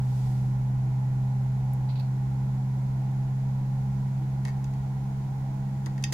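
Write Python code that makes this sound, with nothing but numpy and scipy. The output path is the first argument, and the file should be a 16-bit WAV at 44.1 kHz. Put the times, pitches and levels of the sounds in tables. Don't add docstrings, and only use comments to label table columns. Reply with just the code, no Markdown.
import sys
import numpy as np
from scipy import signal
from scipy.fft import rfft, irfft
from scipy.io import wavfile

SR = 44100
rng = np.random.default_rng(int(sys.argv[2]) if len(sys.argv) > 2 else 0)


def to_wav(sig):
    pcm = np.clip(np.atleast_2d(sig), -1, 1) * 32767
    pcm = np.round(pcm).astype(np.int16)
    wavfile.write(sys.argv[1], SR, pcm.T)


N = 270333
T = np.arange(N) / SR
HZ = np.fft.rfftfreq(N, 1 / SR)

# (time [s], level [dB])
DRONE_FADE = [(0, -25.5), (1.6, -26), (2.3, -27), (3.7, -27.2), (4.4, -28.5), (5.1, -30), (6.13, -30)]
# (harmonic [number], level [dB], left over right [dB])
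HUM_HARMONICS = [(1, -60.5, -3), (2, -57.5, 8.5), (3, -47.5, -4.5), (4, -41.5, -.3), (6, -75.5, 5),
                 (8, -67, -5)]
# (frequency [Hz], level [dB])
WHINE_TONES = [(556, -66), (7335, -87.5), (7865, -83.5), (8129, -79.5), (8398, -90), (8660, -101),
               (15210, -95)]
# (frequency [Hz], density [dB per Hz])
AIR_SPECTRUM = [(20, -68), (45, -66.5), (110, -70), (160, -69.5), (240, -76), (370, -82), (600, -85),
                (850, -77), (1200, -91.5), (2200, -92.5), (2700, -99), (6400, -102), (7400, -106),
                (15500, -109)]
# (frequency [Hz], width [Hz], peak density [dB per Hz])
AIR_RESONANCES = [(62.1, 4.6, -58), (189.4, 9.4, -65), (267.2, 6.3, -71.5), (321.5, 12.5, -71.5),
                  (453, 17, -80.5), (659.4, 6.1, -73), (761.3, 15, -72), (811.6, 7.1, -67),
                  (843.6, 14, -72.5), (972, 17, -75.5), (1051, 18, -80.5), (1414, 98, -88),
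                  (1918, 6.6, -84.5), (6830, 240, -99.5)]
# (frequency [Hz], correlation [-1 to 1])
AIR_LIKENESS = [(30, .94), (70, .985), (190, .95), (330, .65), (600, .2), (1200, .1), (2500, -.1),
                (12000, 0)]
# (frequency [Hz], left over right [dB])
AIR_BALANCE = [(30, -4.5), (130, -4.5), (300, -0.5), (700, -4), (1400, -1.5), (4000, -3.5), (10000, 0.6)]
# (time [s], level [dB])
HOUSING_SNAPS = [(1.734, -46), (1.9981, -54)]
# (time [s], level [dB], decay [s])
HOUSING_CREAKS = [(1.889, -53.5, 0.03), (1.9549, -52, 0.04), (1.996, -51, 0.011)]
# (time [s], force [dB], hardness [dB], pressure [0 bounces off, 1 stays pressed on])
BIT_TAPS = [(4.4512, -9.5, -12, .6), (4.643, -32, 2.5, .6), (4.7368, -26, -10, .6), (5.8603, -20, -1.5, .7),
            (5.865, -15, -17, 1), (5.979, -16, -19, .45), (6.0258, -40, 12, 1), (6.0392, -5, -9, 0),
            (6.1243, -4, -9, .7), (6.128, -11, 1, 1)]
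# (frequency [Hz], level [dB], t60 [s])
BOARD_MODES = [(1882, -2, .04), (2140, -10, .036), (4490, -17, .025)]
# (frequency [Hz], level [dB], t60 [s])
BIT_MODES = [(2654, 1.5, .02), (3250, -8, .02), (3620, -5, .02), (3780, -8, .022), (4850, 3, .016),
             (5650, -5, .018), (6330, 3.5, .017), (6700, -6, .016), (7250, -7, .018), (9850, -8, .013),
             (10280, -6, .012)]
# (frequency [Hz], level [dB])
TICK_SPECTRUM = [(100, -14), (600, -7), (1300, -8), (2200, -2), (4500, 1), (6800, .5), (8500, -3),
                 (12000, -9), (16000, -16)]
# (frequency [Hz], t60 [s])
ROOM_DECAY = [(300, 0.23), (2000, 0.24), (5000, 0.24), (10000, 0.053), (16000, 0.03)]


def amp(db):
    return 10 ** (np.asarray(db) / 20)


def unit_rms(x):
    return x / np.sqrt(np.mean(x ** 2) + 1e-20)


def curve_at(points, hz):
    freqs, values = np.transpose(points)
    return np.interp(np.log(hz + 1), np.log(freqs + 1), values)


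def pan(db):
    return amp(np.array([[db], [-db]]) / 2)


def add(mix, start_s, sound):
    part = mix[:, max(round(start_s * SR), 0):][:, :sound.shape[1]]
    part += sound[:, :part.shape[1]]


def drift(hz):
    return unit_rms(irfft(rfft(rng.standard_normal(N)) * np.exp(-(HZ / hz) ** 2), N))


def swell(peak_s, width_s):
    return np.exp(-((T - peak_s) / width_s) ** 2)


def decay(decay_s):
    return np.exp(-np.minimum(T / decay_s, 20))


def motor(start_hz=127.9, climb_hz_per_s=.96, second_db=-38, whirr_db=-59, whirr_multiple=6.55):
    turn_hz = start_hz + climb_hz_per_s * T + .05 * drift(1.5)
    angle = 2 * np.pi * (np.cumsum(turn_hz) / SR + rng.random())
    angle = angle + np.array([[0], [.1]])
    level = amp(np.interp(T, *np.transpose(DRONE_FADE)) + .19 * drift(11))
    drone = level * (np.sin(angle) + amp(second_db) * np.sin(2 * angle))
    whirr_level = amp(whirr_db + 2 * drift(12)) * swell(peak_s=1.8, width_s=.4)
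    whirr = whirr_level * np.sin(whirr_multiple * angle)
    return pan(-.6) * np.sqrt(2) * (drone + whirr)


def electronics(mains_hz=50.03, hum_waver_db=1.4, whine_waver_db=2):
    out = np.zeros((2, N))
    for harmonic, db, side_db in HUM_HARMONICS:
        angle = 2 * np.pi * (harmonic * mains_hz * T + rng.random())
        out += pan(side_db) * amp(db + hum_waver_db * drift(2.7)) * np.sin(angle)
    for hz, db in WHINE_TONES:
        angle = 2 * np.pi * (np.cumsum(hz + drift(10)) / SR + rng.random((2, 1)))
        out += amp(db + whine_waver_db * drift(2.2)) * np.sin(angle)
    return np.sqrt(2) * out


def fan_air(rumble_hz=90, rumble_follow=.94):
    power = amp(curve_at(AIR_SPECTRUM, HZ)) ** 2
    for hz, width, db in AIR_RESONANCES:
        power += (amp(db) / (1 + ((HZ - hz) / width) ** 2)) ** 2
    left, other = rfft(rng.standard_normal((2, N)))
    likeness = np.clip(curve_at(AIR_LIKENESS, HZ), -1, 1)
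    right = likeness * left + np.sqrt(1 - likeness ** 2) * other
    balance = amp(curve_at(AIR_BALANCE, HZ) / 2)
    spectrum = np.array([left * balance, right / balance]) * np.sqrt(power * SR / 2)
    lows = np.exp(-(HZ / rumble_hz) ** 4)
    drone_db = np.interp(T, *np.transpose(DRONE_FADE))
    rumble_fade = amp(rumble_follow * (drone_db - drone_db.mean()))
    return rumble_fade * irfft(spectrum * lows, N) + irfft(spectrum * (1 - lows), N)


def friction(hz, octaves):
    band = np.exp(-.5 * (np.log2((HZ + 1) / hz) / octaves) ** 2)
    return unit_rms(irfft(rfft(rng.standard_normal((2, N))) * band, N))


def hand_slide(level_db=-60):
    return pan(-.5) * amp(level_db) * friction(4500, octaves=1.2) * swell(peak_s=.22, width_s=.27)


def housing(body_db=-2, grain_db=4, grains_per_s=400):
    out = np.zeros((2, N))
    for start_s, db in HOUSING_SNAPS:
        add(out, start_s, amp(db) * friction(13000, octaves=.75) * decay(.0036))
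    for start_s, db, decay_s in HOUSING_CREAKS:
        squeak = friction(4240, octaves=.11)
        body = amp(body_db) * friction(2700, octaves=.55)
        creak = unit_rms((squeak + body) * amp(grain_db * drift(grains_per_s)))
        add(out, start_s, amp(db) * creak * decay(decay_s))
    return pan(-6) * out


def ringing(modes, t, rise_s, detune=.006, ear_turns=.13):
    hz, db, t60 = np.transpose(modes)[:, :, None]
    pitch = hz * (1 + detune * rng.standard_normal(hz.shape))
    phase = rng.random(hz.shape) + ear_turns * rng.standard_normal((2, len(modes), 1))
    waves = np.sin(2 * np.pi * (pitch * t + phase)) * amp(db - 60 * t / t60)
    return waves.sum(1) * (1 - np.exp(-t / rise_s))


def bit_contacts(contacts, ring_db=-20, tick_s=.0022, knock_hz=1100, knock_s=.004, size=8192):
    t, bins = T[:size], np.fft.rfftfreq(size, 1 / SR)
    tick_colour = amp(curve_at(TICK_SPECTRUM, bins))
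    knock_colour = 1 / (1 + (bins / knock_hz) ** 4)
    out = np.zeros((2, N))
    for start_s, force_db, hardness_db, pressure in contacts:
        tick_db = hardness_db - 17
        steel_db = hardness_db + 8 - 18.5 * pressure
        knock_db = -36 + 19.5 * pressure
        board = ringing(BOARD_MODES, t, rise_s=.0018)
        steel = amp(steel_db) * ringing(BIT_MODES, t, rise_s=.0005)
        noise = rfft(rng.standard_normal((2, size)))
        tick = amp(tick_db) * unit_rms(irfft(noise * tick_colour)) * np.exp(-t / tick_s)
        knock_shape = t / knock_s * np.exp(-t / knock_s)
        knock = amp(knock_db) * unit_rms(irfft(noise * knock_colour)) * knock_shape
        add(out, start_s, amp(force_db) * (amp(ring_db) * (board + steel) + tick + knock))
    return pan(1) * out


def skid(peak_s=4.481, gap_s=.0075, peak_db=-13.5, fade_db_per_s=480, hardness_db=-15, pressure=.65):
    offsets = gap_s * np.arange(-2, 4)
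    return [(peak_s + s, peak_db - fade_db_per_s * abs(s), hardness_db, pressure) for s in offsets]


def room(x, tail_db=-14, near_db=-5.5, near_s=.007):
    hz, frame_s, noise = signal.stft(rng.standard_normal((2, SR // 2)), SR, nperseg=256)
    fade = amp(-60 * frame_s / curve_at(ROOM_DECAY, hz)[:, None])
    tail = signal.istft(noise * fade, SR, nperseg=256)[1]
    t = T[:tail.shape[1]]
    tail *= np.clip(t / .0052 - 1, 0, 1)
    near = rng.standard_normal(tail.shape) * (t > .0007) * decay(near_s)[:len(t)]
    echoes = amp(tail_db) * tail / np.linalg.norm(tail[0])
    echoes += amp(near_db) * near / np.linalg.norm(near[0])
    return x + signal.fftconvolve(x, echoes, axes=1)[:, :N]


def scene():
    bed = motor() + electronics() + fan_air()
    handwork = hand_slide() + housing() + bit_contacts(BIT_TAPS + skid())
    return bed + room(handwork)


def record(dry, cutoff_hz=15830):
    lowpass = signal.firwin(511, cutoff_hz, window=("kaiser", 9), fs=SR)
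    return signal.oaconvolve(dry, lowpass[None], "same")


dry = scene()
out = record(dry)
to_wav(out)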